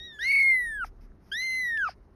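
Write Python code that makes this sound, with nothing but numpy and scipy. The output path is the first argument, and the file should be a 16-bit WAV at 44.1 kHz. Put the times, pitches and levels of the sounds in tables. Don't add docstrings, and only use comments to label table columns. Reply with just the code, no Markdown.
import sys
import numpy as np
from scipy import signal
from scipy.io import wavfile
from scipy.ndimage import uniform_filter1d

SR = 44100
rng = np.random.default_rng(int(sys.argv[2]) if len(sys.argv) > 2 else 0)


def linear_from_db(decibels):
    return 10 ** (np.asarray(decibels, float) / 20)


def unload_audio(sound):
    columns = np.transpose(np.atleast_2d(sound))
    steps = np.round(np.clip(columns, -1, 1) * 32767)
    wavfile.write(sys.argv[1], SR, steps.astype(np.int16))


N = 94815
T = np.arange(N) / SR
RASP_LUMP_HZ = 110
ROUGH_HZ = 680
# (start [s], rise [s], hold [s], fall [s], level [dB])
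LAST_PUFF = [
    (1.85, 0.029, 0.028, 0.048, -50.5),
]


def at_hz(points, hz):
    p = np.array(points)
    return np.interp(np.log(hz), np.log(p[:, 0]), p[:, 1])


def rms_one(x):
    return x / np.sqrt(np.mean(x ** 2) + 1e-20)


def drift(hz):
    r = np.exp(-2 * np.pi * hz / SR)
    slow = signal.lfilter([1], [1, -2 * r, r * r], rng.standard_normal(N + SR))
    return rms_one(slow[SR:])


def wobble(hz):
    sos = signal.butter(6, hz, fs=SR, output="sos")
    return rms_one(signal.sosfilt(sos, rng.standard_normal(N + SR))[SR:])


def swells(rows):
    out = 0
    for start, rise, hold, fall, db in rows:
        corners = np.cumsum([start, rise, hold, fall])
        out = out + linear_from_db(db) * np.interp(T, corners, [0, 1, 1, 0]) ** 2
    return out


def throat(x, peaks):
    out = 0
    for k, (hz, width, db) in enumerate(peaks):
        r = np.exp(-np.pi * width / SR)
        b = [(1 - r * r) / 2, 0, -(1 - r * r) / 2]
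        a = [1, -2 * r * np.cos(2 * np.pi * hz / SR), r * r]
        twice = signal.lfilter(b, a, signal.lfilter(b, a, x))
        out = out + (-1) ** k * linear_from_db(db) * twice
    return out


def room_floor():
    # (pitch [Hz], level per hertz [dB])
    floor = [(100, -25.5), (200, -20), (400, -28), (700, -34), (1500, -38.5), (2500, -58), (5000, -58),
             (13000, -67.5)]
    # (time [s], level [dB])
    rumble = [(0, -52), (.1, -58.5), (1.0, -53), (1.4, -60.5), (1.95, -56), (2.15, -56.5)]
    floor_db, patch_db = -61, 2
    edges = 90 * 2 ** np.arange(0, 7.6, .5)
    white = rng.standard_normal((2, N))
    hiss = 0
    for k, (low, high) in enumerate(zip(edges, edges[1:])):
        sos = signal.butter(2, [low, high], "band", fs=SR, output="sos")
        band = signal.sosfilt(sos, white[k % 2])
        hiss = hiss + linear_from_db(at_hz(floor, np.sqrt(low * high)) + patch_db * drift(18)) * band
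    sos = signal.butter(2, [30.8, 78.8], "band", fs=SR, output="sos")
    hand = rms_one(signal.sosfilt(sos, rng.standard_normal(N + SR))[SR:])
    return linear_from_db(floor_db) * rms_one(hiss) + linear_from_db(np.interp(T, *np.transpose(rumble))) * hand


def drone():
    # (pitch [Hz], width [Hz], level [dB])
    hums = [(81, 10, -69), (386, 41, -69.5)]
    out = 0
    for hz, width, db in hums:
        hum = throat(rng.standard_normal(N + SR), [(hz, width, 0)])[SR:]
        out = out + linear_from_db(db) * rms_one(hum)
    return out


def shudder():
    # (start [s], rise [s], hold [s], fall [s], level [dB])
    shakes = [
        (.45, 0.27, 0.4, 0.075, -50),
    ]
    hz, width_hz = 34, 4
    phase = 2 * np.pi * hz * T
    return swells(shakes) * (drift(width_hz) * np.sin(phase) + drift(width_hz) * np.cos(phase))


def bedroom(x):
    t = T[:SR // 2]
    t60 = .15
    tail = rng.standard_normal(len(t)) * linear_from_db(-60 * t / t60) * (t > .004)
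    return signal.fftconvolve(x, tail / np.sqrt(np.sum(tail ** 2)))[:N]


def small_bends():
    # (time [s], width [s], pitch rise [share], level rise [dB])
    bell_rows = np.array([
        (0.401, 0.043, 0.013, 1.5),
        (0.631, 0.037, .006, -0.55),
        (1.816, .025, .012, -0.4),
    ])
    bells = np.exp(-((T - bell_rows[:, :1]) / bell_rows[:, 1:2]) ** 2)
    return bell_rows[:, 2] @ bells, bell_rows[:, 3] @ bells


def mew(rows, colour, third_db, scoop, slope_db, slip=0, dip_db=0, rough=0):
    # (pitch [Hz], level [dB])
    third = [(3500, -20), (4800, -17.5), (5700, -8), (6300, -9.5), (6700, -30)]
    # (time [s], pitch [Hz])
    dead_spot = [(.45, 16000), (.46, 7070), (.61, 6480), (.62, 12740), (.7, 10860), (.83, 9300),
                 (1.0, 16070), (1.3, 8300), (1.4, 8500), (1.43, 16000), (1.75, 15880), (1.79, 11800),
                 (1.88, 10300)]
    # (start [s], rise [s], hold [s], fall [s], amount [dB re 1 radian])
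    uneven = [
        (.09, .04, .05, .02, -20),
        (.21, .05, .16, .06, -21),
        (1.31, .01, .14, .04, -27),
        (1.6, .04, .06, .05, -27),
    ]
    attack_s, release_s = .006, .002
    scoop_s, close_s, close_db, close_sag = .0032, .008, 6, .08
    jitter, jitter_hz = .002, 60
    shimmer_db, shimmer_hz, flicker_db = .6, 140, .45
    dead_db, dead_width_hz = 32.5, 540

    s, *cols = np.transpose(rows)
    hz, tone, mouth, edge = [uniform_filter1d(np.interp(T, s, c), size=900) for c in cols]
    since = np.maximum(T - s[0] + attack_s, 0)
    closing = np.interp(T, [s[-1] - close_s, s[-1]], [0, 1])
    gate = np.interp(T, [s[0] - attack_s, s[0], s[-1], s[-1] + release_s], [0, 1, 1, 0])
    lift, lift_db = small_bends()
    blur = swells(uneven) * (1 + 25 * slip) * wobble(ROUGH_HZ)

    bend = lift - slip - scoop * np.exp(-since / scoop_s) - close_sag * closing ** 2
    hz = hz * (1 + bend + jitter * wobble(jitter_hz))
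    dip_db = dip_db + close_db * closing - lift_db
    phase = 2 * np.pi * np.cumsum(hz) / SR + rough * wobble(ROUGH_HZ)
    dead_hz = np.interp(T, *np.transpose(dead_spot))

    out = linear_from_db(tone + shimmer_db * wobble(shimmer_hz) - dip_db) * np.sin(phase)
    for k in range(2, 10):
        if k == 2:
            db = mouth
        elif k == 3:
            db = mouth + third_db + at_hz(third, k * hz)
        else:
            db = edge + at_hz(colour, k * hz) + slope_db * max(k - 6, 0)
        db = db - dead_db * np.exp(-((k * hz - dead_hz) / dead_width_hz) ** 2)
        level = linear_from_db(db + flicker_db * k * drift(shimmer_hz) - 0.9 * dip_db)
        out += level * np.sin(k * phase + (k - 1) * blur + k) * (k * hz < 16000)
    return np.sqrt(2) * gate * out


def litter_mate():
    # (time [s], pitch [Hz], tone [dB], mouth overtone [dB], edge overtones [dB])
    tail_end = [
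        (0, 1850, -51, -44.5, -72),
        (.056, 1923, -50.5, -44, -74),
        (.104, 1836, -52, -48, -80),
        (.142, 1752, -50.5, -53, -68.5),
        (.19, 1684, -50.5, -68.5, -77),
        (.24, 1580, -47.5, -78.5, -76),
        (.27, 1454, -60, -67.5, -80),
    ]
    peep = [
        (.35, 1070, -63.5, -97.5, -99),
        (.368, 1220, -56, -92.5, -99),
        (.385, 1080, -67.5, -89, -99),
    ]
    # (pitch [Hz], level [dB])
    mate_edge = [(6000, 2), (7000, 6), (9500, -17.5), (13000, -4)]
    return mew(tail_end, mate_edge, -11.0, 0, -7.0) + mew(peep, mate_edge, -5.0, 0, -11.0)


def ticks():
    # (time [s], level [dB], pitch [Hz], time to fade by 60 dB [s])
    clicks = [(.001, -40.5, 3000, 0.004), (.298, -50, 6000, .006), (0.3206, -44, 6100, .01),
              (.36, -46, 6280, .008), (.383, -50, 6240, 0.0065), (.398, -47, 6280, .009),
              (.426, -41, 6116, .009), (0.509, -34, 6030, 0.0033), (.508, -42, 9600, 0.004),
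              (0.838, -52.5, 5700, 0.0035), (0.845, -42, 5700, 0.0061), (.845, -30.5, 2120, 0.0054),
              (1.119, -44.5, 1460, 0.0051), (1.774, -19.5, 2827, 0.0035), (1.775, -20, 5100, 0.0019),
              (2.107, -61.5, 1490, .005), (2.107, -63, 5200, 0.0043)]
    rise_s = .0004
    out = np.zeros(N)
    for start, db, hz, t60 in clicks:
        t = np.maximum(T - start, 0)
        out += linear_from_db(db - 60 * t / t60) * (1 - np.exp(-t / rise_s)) ** 2 * np.sin(2 * np.pi * hz * t)
    return out


def croaks():
    # (time [s], pitch [Hz], length [s], level [dB])
    slack = [
        (0.8448, 938, 0.0077, -41.5),
        (1.8876, 877, 0.011, -38.5),
    ]
    sag, overtone = .16, .4
    out = np.zeros(N)
    for s, hz, length, db in slack:
        u = np.clip((T - s) / length, 0, 1)
        phase = 2 * np.pi * hz * length * (u - sag * u * u)
        shape = 2 * np.sin(np.pi * u ** 0.65) * (u < 1)
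        out += linear_from_db(db) * shape * (np.sin(phase) + overtone * np.sin(2 * phase))
    return out


def puffs():
    # (start [s], rise [s], hold [s], fall [s], level [dB])
    breaths = [
        (.846, 0.0046, 0.017, 0.041, -57),
        (1.0, 0.011, 0.04, 0.035, -72),
        (1.17, .1, 0.047, 0.0057, -70.5),
    ]
    # (pitch [Hz], width [Hz], level [dB])
    open_throat = [(1357, 2040, 1), (2600, 480, -9), (5100, 1100, 2), (9000, 920, -19), (11500, 2100, -6.5)]
    closing_throat = [(1440, 620, 4), (2560, 1100, -4), (4880, 850, 4), (9100, 1000, -20.5),
                      (11400, 1000, -20.5)]
    air = rng.standard_normal(N)
    early = swells(breaths) * rms_one(throat(air, open_throat))
    return early + swells(LAST_PUFF) * rms_one(throat(air, closing_throat))


def pocket(rows, width_hz):
    s, hz, db = np.transpose(rows)
    phase = 2 * np.pi * np.cumsum(np.interp(T, s, hz)) / SR
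    hiss = wobble(width_hz) * np.sin(phase) + wobble(width_hz) * np.cos(phase)
    level = linear_from_db(np.interp(T, s, db) + 3.5 * wobble(RASP_LUMP_HZ))
    return (T > s[0]) * (T < s[-1]) * level * hiss


def mouth_pockets():
    # (time [s], pitch [Hz], level [dB])
    first = [(.2, 3060, -72), (.24, 2910, -53), (.29, 2725, -46), (.33, 2610, -44.5), (.39, 2480, -44.5),
             (.43, 2365, -77)]
    second_low = [(1.4, 2880, -78), (1.42, 2880, -55.5), (1.47, 2950, -64), (1.5, 2900, -70.5),
                  (1.54, 2800, -58.5), (1.6, 2960, -84.5)]
    second_middle = [(1.45, 5300, -87), (1.47, 5300, -81), (1.54, 5300, -69.5), (1.59, 5350, -91),
                     (1.65, 5400, -79), (1.74, 5000, -81.5)]
    second_high = [(1.44, 10900, -87), (1.465, 10900, -67), (1.485, 10950, -64), (1.52, 10900, -76)]
    low = pocket(first, 200) + pocket(second_low, 140)
    return low + pocket(second_middle, 170) + pocket(second_high, 170)


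def rasp(rows, peaks, slip):
    crackles_per_s, crackle_db, lump_db, break_hiss_db = 600, 7, 2, -30
    crackle = signal.lfilter([1], [1, -.96], rng.random(N) < crackles_per_s / SR)
    air = rng.standard_normal(N) * linear_from_db(lump_db * wobble(RASP_LUMP_HZ))
    air = air * (1 + linear_from_db(crackle_db) * crackle)
    hollow = signal.butter(2, [3050, 3750], "bandstop", fs=SR, output="sos")
    air = signal.sosfilt(hollow, air)
    return (swells(rows) + linear_from_db(break_hiss_db) * slip) * rms_one(throat(air, peaks))


def breaks():
    # (time [s], pitch drop [share], level dip [dB], onset [s], recovery [s])
    slips = [(.284, .02, 1, .002, .003), (.3, .02, 0, .001, .003), (.3205, .09, 3.5, .0003, .004),
             (.326, .035, 2.5, .003, .003), (.341, .018, 1, .003, .004), (.36, .055, 3.5, .004, .0015),
             (.377, .04, 4, .0015, .0012), (.3835, .06, 5, .0015, .0015), (.399, .08, 5, .0015, .003),
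             (.408, .015, 1.5, .002, .002), (.4275, .07, 6, .003, .002), (.438, .02, 2, .002, .004),
             (.455, .005, 2.5, .006, .006), (1.416, .015, 1.5, .002, .005), (1.841, .02, .5, .003, .004),
             (1.852, .1, 1.5, .0015, .003), (1.852, 0, 2.5, .001, .04), (1.8565, .07, 1.5, .002, .001),
             (1.871, .025, 1, .002, .001), (1.879, .04, 1.5, .002, .002)]
    shapes = [np.exp(-np.abs(T - s) / np.where(T < s, onset, heal)) for s, _, _, onset, heal in slips]
    smooth = uniform_filter1d(np.array(shapes), size=40, axis=1)
    rows = np.array(slips)
    return rows[:, 1] @ smooth, rows[:, 2] @ smooth


def near_kitten():
    # (time [s], pitch [Hz], tone [dB], mouth overtone [dB], edge overtones [dB])
    mew_1 = [
        (.192, 1642, -41, -50.5, -77),
        (.225, 1882, -30.5, -39, -73),
        (.265, 2132, -27, -41, -65),
        (.315, 2257, -21, -40, -56),
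        (.51, 2114, -19, -53.5, -60.5),
        (.69, 1821, -34.5, -62, -58.5),
        (.78, 1648, -35, -64, -64),
        (.83, 1414, -30, -55.5, -69),
        (.845, 1288, -30, -52.5, -54),
    ]
    mew_2 = [
        (1.321, 1569, -34, -34.5, -59),
        (1.372, 1907, -33, -39, -61.5),
        (1.41, 2046, -31, -37.5, -53.5),
        (1.445, 2094, -30.5, -41, -59),
        (1.5, 2057, -30, -42.5, -55.5),
        (1.6, 2044, -29, -45.5, -54.5),
        (1.77, 1770, -29, -57, -66.5),
        (1.845, 1457, -25, -52.5, -62.5),
        (1.886, 1177, -29.5, -42, -66.5),
    ]
    # (pitch [Hz], level [dB])
    edge_1 = [(4500, -11), (6200, -25.5), (8500, 2.5), (10300, 6.5), (11500, 1), (12500, -3), (14000, -7)]
    edge_2 = [(4500, 3), (6200, 0.5), (8500, -14), (10300, 0.5), (11500, -2), (12500, -8), (14000, -4)]
    # (start [s], rise [s], hold [s], fall [s], level [dB])
    rasps_1 = [
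        (.12, 0.091, 0.0079, 0.012, -61),
        (.2, 0.033, 0.058, 0.072, -48),
        (.3, 0.036, .09, 0.037, -57.5),
        (.49, 0.011, 0.03, 0.033, -65),
        (.79, .03, 0.016, .01, -70),
    ]
    rasps_2 = [
        (1.312, 0.0073, 0.01, 0.04, -62),
        (1.33, .03, .05, .05, -67),
        (1.4, .02, 0.025, 0.031, -58),
        (1.61, 0.046, 0.04, .05, -74),
        (1.8, .03, .02, .02, -76),
    ]
    # (pitch [Hz], width [Hz], level [dB])
    throat_1 = [(1860, 340, 10), (4500, 1600, -3.5), (5700, 1280, -4.5), (9300, 890, -25.5),
                (11310, 450, -0.5)]
    throat_2 = [(1670, 400, 3.5), (3900, 700, -11.5), (5400, 330, 1), (9600, 1000, -20),
                (10900, 1100, -8.5), (12300, 900, -9.5)]

    slip, dip_db = breaks()
    rough = linear_from_db(12) * swells(rasps_1 + rasps_2) + linear_from_db(31) * swells(LAST_PUFF)
    voice = mew(mew_1, edge_1, -1.2, 0.23, -8.5, slip, dip_db, rough)
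    voice = voice + mew(mew_2, edge_2, 0.8, 0.059, -6.5, slip, dip_db, rough)
    air = rasp(rasps_1, throat_1, slip * (T < 1))
    air = air + rasp(rasps_2, throat_2, 0.25 * slip * (T > 1))
    return voice + air


def scene():
    cats = litter_mate() + ticks() + croaks() + puffs() + mouth_pockets() + near_kitten()
    echo = linear_from_db(-34) * bedroom(cats)
    return (cats + echo + room_floor() + shudder() + drone())[None, :]


def band_limit(x):
    return signal.sosfilt(signal.butter(12, 14250, fs=SR, output="sos"), x)


def record(dry):
    notch = signal.butter(4, [6820, 8360], "bandstop", fs=SR, output="sos")
    top_cut = signal.cheby2(12, 60, 14800, fs=SR, output="sos")
    x = signal.sosfilt(notch, dry)
    x = signal.sosfilt(top_cut, x)
    return band_limit(x)


dry = scene()
out = record(dry)
unload_audio(out)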